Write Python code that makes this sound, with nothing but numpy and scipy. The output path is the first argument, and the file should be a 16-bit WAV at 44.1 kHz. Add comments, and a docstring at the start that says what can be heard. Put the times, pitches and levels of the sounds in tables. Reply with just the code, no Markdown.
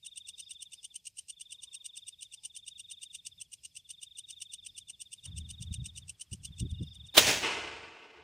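"""A rifle fires once in the woods at night, with the microphone mounted on it.
Before the shot, hands shift and knock the stock as it is aimed. Close by, a cricket scrapes its wings,
chirping eight times a second; a purer one trills in surges behind it. Far off, insects hiss and buzz
and animals call faintly. The crickets stop at the shot; the report scatters through the nearby trees,
and a distant tree line sends it back as a long, dull roll."""
import sys
import numpy as np
from scipy import signal
from scipy.fft import irfft, next_fast_len
from scipy.io import wavfile
from scipy.ndimage import uniform_filter1d

SR = 44100
rng = np.random.default_rng(int(sys.argv[2]) if len(sys.argv) > 2 else 0)


def wav_out(sig):
    """Save sig, one row per channel (or a flat mono array), as 16-bit PCM at SR to the path in sys.argv[1]."""
    wavfile.write(sys.argv[1], SR, np.round(np.clip(np.atleast_2d(sig).T, -1, 1) * 32767).astype(np.int16))


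N = 362943
T = np.arange(N) / SR
SHOT_S = 7.178
TRILL_DB = -49  # the trilling cricket's full effort


def undb(db):
    """Decibels to gain."""
    return 10 ** (np.asarray(db) / 20)


def arch(offset, half):
    """A rounded swell, 1 at offset 0 and silent beyond half."""
    return np.maximum(1 - (offset / half) ** 2, 0)


def walk(rate):
    """Smooth chance of spread near 1 that changes rate times a second."""
    knots = np.arange(0, T[-1] + 1, 1 / rate)
    return np.interp(T, knots, rng.standard_normal(len(knots)))


def nearest(times):
    """For each sample, the index of the nearest event and the ms since it."""
    index = np.searchsorted((times[1:] + times[:-1]) / 2, T)
    return index, (T - times[index]) * 1000


def noise(spectrum, width=0., narrowing=4.8, ripple_db=0.):
    """Noise of mid rms near 1, its colour rippled by crossing paths; width is treble side over mid."""
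    hz, db = np.transpose(spectrum)
    size = next_fast_len(N, True)
    f = np.arange(size // 2 + 1) * SR / size
    knots = np.arange(0, SR, 35)
    ripple = np.interp(f, knots, rng.standard_normal(len(knots)))
    gain = undb(np.interp(np.log(f + 1), np.log(hz), db) + ripple_db * ripple)
    gain = gain / np.linalg.norm(gain) * size / 2
    draw = lambda g: irfft(g * rng.standard_normal(2 * len(f)).view(complex), size)[:N]
    mid = draw(gain)
    if not width:
        return mid
    side = draw(gain * np.minimum(f / 6550, 1) ** narrowing)  # the image narrows below 6550 Hz
    return mid + width * side * np.array([[1], [-1]])


def arrivals(rows):
    """Envelope of bursts that each swell and die away; their powers add."""
    power = 0
    for s, db, rise, t60 in rows:
        age = np.maximum(T - s, 0)
        decay = undb(db - 60 * np.maximum(age - rise, 0) / t60)
        power = power + (np.minimum(age / rise, 1) * decay) ** 2
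    return np.sqrt(power)


def foliage(x, t60, wet_db):
    """Add the short scatter from leaves and trunks on the way to the microphone."""
    t = T[:SR // 2]
    tail = rng.standard_normal(len(t)) * undb(-60 * t / t60) * (t > .006)
    return x + undb(wet_db) * signal.fftconvolve(x, tail / np.linalg.norm(tail))[:N]


def night():
    """The bed of the woods: a low hush of air under the thin hiss and short buzzes of far insects."""
    # colours of the air, the insect chorus and a far bush cricket: (frequency [Hz], level [dB])
    hush_colour = [(20, -25), (45, -4), (90, 2), (170, -6.5), (300, -22), (600, -28.5), (1100, -35.5),
                   (1600, -40), (2500, -52.5)]
    chorus_colour = [(300, -13.5), (1300, -22.5), (2000, -15.5), (2700, -3), (4200, -7.5), (5200, -4),
                     (6200, -15), (8500, -8.5), (10500, -12), (12800, -17), (13500, -10.5), (14500, -32.5)]
    buzz_colour = [(3500, -33), (4600, -4), (5100, 9), (5700, -10), (7000, -36)]
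    # slow swell of the night air: (time [s], level [dB])
    hush_swell = [(0, -77), (1.1, -81), (2.6, -77.5), (3.4, -75.5), (4.2, -76), (5.2, -74)]
    # buzzes of the bush cricket: (time [s], level [dB], half length [s])
    buzzes = [(0.447, -63, 0.16), (.8, -65, 0.1), (2.089, -71, 0.11), (2.415, -67, 0.088),
              (3.33, -72, 0.097), (3.675, -72, 0.16), (4.704, -69, 0.16), (5.3, -75, 0.088),
              (6.894, -65.5, 0.14)]
    hush = noise(hush_colour) * undb(np.interp(T, *np.transpose(hush_swell)) + 1.6 * walk(4.9))
    chorus = noise(chorus_colour, width=0.34, ripple_db=3.6) * undb(-76 + 2 * walk(24))
    buzzing = sum(undb(db) * arch(T - s, half) ** 2 for s, db, half in buzzes)
    return hush + chorus + noise(buzz_colour) * buzzing * undb(-4.5 + 2.5 * walk(90))


def trill_notes():
    """Notes as (time [s], level [dB]): each surge starts brisk, then slackens and softens."""
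    # surges of the trill: (first note [s], slackens [s], last note [s], start below full [dB])
    surges = [(0.04, 0.605, 0.915, 0), (1.334, 2.074, 2.508, 7), (2.551, 3.196, 3.389, 2.5),
              (3.859, 4.636, 5.19, 7), (5.238, 5.896, 6.029, 3.5), (6.534, 7.137, 7.137, 5)]
    # hesitant notes between the surges: (time [s], level [dB])
    stray_notes = [(0.998, -64.5), (3.459, -64), (3.59, -66.5), (3.72, -65), (3.799, -57), (6.152, -65.5),
                   (6.277, -69), (6.407, -68), (6.478, -55.5)]
    brisk_per_s, slack_per_s = 23.1, 16
    swell_s, slacken_s, slack_db = 0.12, 0.1, -4
    notes = list(stray_notes)
    for first, slackens, last, soft_db in surges:
        brisk = np.linspace(first, slackens, round((slackens - first) * brisk_per_s), endpoint=False)
        slack = np.linspace(slackens, last, round(abs(last - slackens) * slack_per_s) + 1)
        notes += [(s, TRILL_DB - soft_db * np.exp((first - s) / swell_s)) for s in brisk]
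        notes += [(s, TRILL_DB + slack_db * (1 - np.exp((slackens - s) / slacken_s))) for s in slack]
    return sorted(map(tuple, notes))


def trilling_cricket():
    """Farther back in the foliage: pure notes that sag ever faster in pitch as the wing slows."""
    top_hz, sag_hz, sag_ms, half_ms = 3784, 162.5, 10, 15.9
    scrape_hz, scrape_hz_per_ms, scrape_lead_ms = 2700, 48, 13
    times, level_db = np.transpose(trill_notes())
    index, ms = nearest(times)
    detune, force, haste = rng.standard_normal((len(times), 3))[index].T
    effort_db = level_db[index]
    ms = np.clip(ms * (1 + .08 * haste), -2 * half_ms, half_ms)
    # a weak stroke is slower and so a little lower
    speed = 1 + 0.004 * (effort_db - TRILL_DB) + 0.0069 * detune + 0.0039 * walk(300)
    sing = lambda hz: np.sqrt(2) * np.sin(2 * np.pi * np.cumsum(hz * speed) / SR)
    note = sing(top_hz - sag_hz * np.exp(ms / sag_ms)) * arch(ms, half_ms) ** 1.56
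    # a faint rising scrape leads into each note
    scrape_ms = ms + scrape_lead_ms
    scrape = sing(scrape_hz + scrape_hz_per_ms * scrape_ms) * arch(scrape_ms, half=13)
    tone = (note + undb(-27) * scrape) * undb(effort_db - 2 + 0.69 * force)
    trunk_echo = undb(-25) * np.interp(T - .019, T, tone)
    return foliage(tone + trunk_echo, t60=0.29, wet_db=-17.5)


def near_cricket():
    """Close to the microphone, a scraper runs over a wing's file: a bright gliding tone in a dry rasp."""
    # bouts of evenly spaced chirps: (first chirp [s], last chirp [s], chirps [count], level [dB])
    bouts = [(0.066, 1.073, 10, -44), (1.19, 2.086, 9, -44.3), (2.228, 2.683, 5, -44),
             (2.8, 3.269, 5, -43.7), (3.418, 3.771, 4, -44), (3.909, 4.033, 2, -43.8),
             (4.189, 4.539, 4, -43.3), (4.667, 5.135, 5, -43.5), (5.258, 5.508, 3, -44),
             (5.626, 6.453, 8, -43.7), (6.601, 6.601, 1, -44), (6.712, 7.071, 4, -59)]
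    # the opening and closing wing strokes, timed from the chirp's peak:
    # (time [ms], half length [ms], level [dB], slowest tooth rate [Hz], slowest at [ms])
    strokes = [(-14.5, 6, -9, 2560, -21), (0.5, 9.2, 1.5, 2750, -2)]
    # colour of the rasp: (frequency [Hz], level [dB])
    rasp_colour = [(500, -30.5), (1000, -34), (1800, -28.5), (2400, -12.5), (3000, -3), (4200, -6.5),
                   (5500, -0.5), (6600, 1.5), (7500, -3), (8800, 3.5), (9900, -10.5), (12000, -17.5),
                   (14200, -21.5), (15000, -53)]
    speed_up_hz, speed_up_ms = 299.2, 5.5  # the scraper runs faster either side of its slowest moment
    chirps = [(s, db) for first, last, count, db in bouts for s in np.linspace(first, last, round(count))]
    times, level_db = np.transpose(chirps)
    index, ms = nearest(times)
    haste, detune, brightness, force = rng.standard_normal((len(times), 4))[index].T
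    ms = ms * (1 + 0.064 * haste)
    gains = [undb(db) * arch(ms - at, half) for at, half, db, _, _ in strokes]
    rates = [low + speed_up_hz * np.tanh(abs(ms - slowest) / speed_up_ms) for *_, low, slowest in strokes]
    gain = sum(gains)
    tooth_hz = np.where(gains[0] > gains[1], *rates)
    # the teeth catch unevenly, which frays the upper harmonics most
    speed = 1 + 0.0098 * detune + .012 * walk(200) + 0.02636 * walk(1400)
    phase = 2 * np.pi * np.cumsum(tooth_hz * speed) / SR
    wing = undb(-4.5) * np.sin(phase) + undb(-10) * np.sin(2 * phase)
    wing += undb(1.5 + 1.25 * brightness) * np.sin(3 * phase)
    tone = foliage(np.sqrt(2) * wing * gain * undb(-2.5 + 2.44 * walk(700)), t60=0.039, wet_db=-17)
    # the rasp follows the strokes and trails off on both sides
    scraping = np.hypot(gain, undb(-1.5 - 0.75 * abs(ms)))
    rasp = noise(rasp_colour, width=0.27, ripple_db=3) * scraping
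    rasp *= undb(-6.5 + 2.86 * walk(500) + 2 * walk(70))
    return (tone + rasp) * undb(level_db[index] + 0.57 * force)


def far_animals():
    """Single plain notes with an octave above, blurred by the woods they cross."""
    # distant calls: (time [s], level [dB], half length [s], pitch [Hz], octave level [dB])
    hoots = [(.3, -95.5, 0.26, 478, -3), (.8, -99, 0.3, 440, 3), (1.685, -93, 0.27, 521, 2),
             (2.408, -94, 0.087, 433, 6), (6.766, -64, 0.033, 2830, -38)]
    calls = 0
    for s, db, half, hz, octave_db in hoots:
        phase = 2 * np.pi * np.cumsum(hz + 38 * walk(160)) / SR
        voice = np.sin(phase) + undb(octave_db) * np.sin(2 * phase)
        calls = calls + undb(db) * arch(T - s, half) * voice
    return foliage(calls * undb(-2), t60=0.44, wet_db=5)


def handling():
    """Hands rub and bump the stock, which booms straight into the microphone; a sleeve rustles faintly."""
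    # rubs of the hands, the first row a faint low note from far off: (time [s], level [dB], half length [s])
    rubs = [(3.403, -71, 0.049), (5.424, -48, 0.2), (5.744, -46.5, 0.18), (5.987, -54, 0.18),
            (6.452, -52.5, 0.16), (6.74, -44, 0.22), (7.016, -52, 0.083), (7.497, -59.5, 0.5),
            (8.208, -68, .06)]
    # knocks on the stock: (time [s], level [dB], brightness [dB], half length [s])
    knocks = [(5.289, -46, -6, 0.032), (5.373, -41.5, -17, 0.068), (5.606, -40.5, -21, 0.014),
              (5.67, -43.5, -12, 0.037), (5.713, -33, -14, 0.011), (5.791, -37, -31, 0.021),
              (5.824, -37, -12, 0.015), (6.33, -37.5, -1, 0.02), (6.505, -43.5, -26, 0.011),
              (6.622, -30, 0, 0.025), (6.657, -34.5, 7.5, 0.01), (6.724, -31, -15, 0.012),
              (6.813, -33, 6, 0.023)]
    # small clicks of rifle and sling: (time [s], level [dB], rise [s], t60 [s])
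    clicks = [(4.9, -67, .001, 0.063), (5.255, -65, 0.0042, 0.17), (6.325, -77, .003, 0.12)]
    # colours of the stock's boom, a tap on it and the sleeve: (frequency [Hz], level [dB])
    stock_colour = [(20, -25), (45, -11), (80, 5), (115, -2), (160, -4), (220, -19.5), (320, -36),
                    (500, -67.5), (1500, -81)]
    tap_colour = [(60, -13), (170, 4), (260, 3.5), (400, -11), (560, -27.5), (750, -51), (2500, -78)]
    sleeve_colour = [(200, 3.5), (600, -1.5), (1500, -3.5), (3000, -0.5), (8000, -14), (14000, -28)]
    boom_power = sum((undb(db) * arch(T - s, half)) ** 2 for s, db, half in rubs)
    tap_power = 0
    for s, db, bright_db, half in knocks:
        push = (undb(db) * arch(T - s - half / 4, half)) ** 2
        boom_power += push
        tap_power += push * undb(bright_db) ** 2
    body = noise(stock_colour)
    # the stock swings about as widely as it is pushed
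    body = body / np.sqrt(uniform_filter1d(body ** 2, SR // 30) + 0.1)
    rustle = undb(-78.5 + 1.3 * walk(7.4)) * (T > 5.25) + arrivals(clicks)
    taps = undb(-12.5) * noise(tap_colour) * np.sqrt(tap_power)
    return body * np.sqrt(boom_power) + taps + noise(sleeve_colour) * rustle


def through_air(x, loss_db):
    """Air takes loss_db per kHz for each second that the report has travelled."""
    hz, s, frames = signal.stft(x, SR, nperseg=256)
    absorption = undb(-loss_db * np.outer(hz / 1000, np.maximum(s - SHOT_S, 0)))
    return signal.istft(frames * absorption, SR)[1][..., :N]


def gunshot():
    """A sharp crack at the microphone, grainy scatter from nearby trunks, then the far tree line's roll."""
    # blast waves: (time [s], level [dB], rise [s], t60 [s])
    crack_waves = [(7.139, -32, 0.022, 0.11), (7.165, -17, 0.0098, 0.08), (7.1784, -6, 0.00021, 0.047),
                   (7.1845, -18, 0.0014, 0.06), (7.192, -20, 0.0011, 0.021)]  # a short swell, the report and its first reflections
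    trunk_waves = [(7.188, -24, 0.0084, 1), (7.255, -22, 0.03, 0.42), (7.3125, -22, 0.00036, 0.0085)]
    roll_waves = [(7.417, -28.5, 0.021, 1.24), (7.5, -47, 0.11, 6.8)]
    # their colours: (frequency [Hz], level [dB])
    crack_colour = [(30, -16.5), (150, -18), (300, -2.5), (700, -1.5), (1400, -5.5), (2500, -3),
                    (3600, 3.5), (5000, -8), (7500, -11), (11000, -12.5), (12800, -21.5), (14000, -14),
                    (15200, -5), (16000, -13.5)]
    trunk_colour = [(30, -22), (90, -3.5), (250, -6), (500, -3.5), (1400, -6), (2600, 1), (4500, -4),
                    (6500, -2.5), (8500, -9.5), (11000, -12.5), (13000, -24), (15200, -10), (16000, -20.5)]
    roll_colour = [(40, -26), (180, -18), (350, 0.5), (550, -5.5), (900, -2), (1400, -4.5), (2000, -3.5),
                   (2700, 1), (3700, -8), (6500, -12), (9000, -16), (12000, -43), (16000, -54)]
    lean_right = undb([[-.6], [.6]])
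    crack = noise(crack_colour, width=0.69, narrowing=.6) * arrivals(crack_waves) * lean_right
    trunks = noise(trunk_colour, width=0.0092, ripple_db=2.5) * arrivals(trunk_waves)
    trunks *= undb(1.2 * walk(350) + 0.53 * walk(90))
    roll = noise(roll_colour, ripple_db=3) * arrivals(roll_waves) * undb(1.08 * walk(120))
    return crack + through_air(trunks, loss_db=3) + through_air(roll, loss_db=2.5)


def scene():
    """The woods as heard from the rifle; at the shot both crickets fall silent and the bed drops."""
    before_shot = T < SHOT_S
    crickets = (near_cricket() + trilling_cricket()) * before_shot
    distance = far_animals() + night() * np.where(before_shot, 1, undb(-11.5))
    return crickets + distance + handling() + gunshot()


def record(dry):
    """The recorder rounds the peak of the shot and cuts the top above 15.8 kHz."""
    rounded = .8 * np.tanh(dry / .8)
    return signal.sosfilt(signal.ellip(10, .2, 80, 15800, fs=SR, output="sos"), rounded)


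dry = scene()
out = record(dry)
wav_out(out)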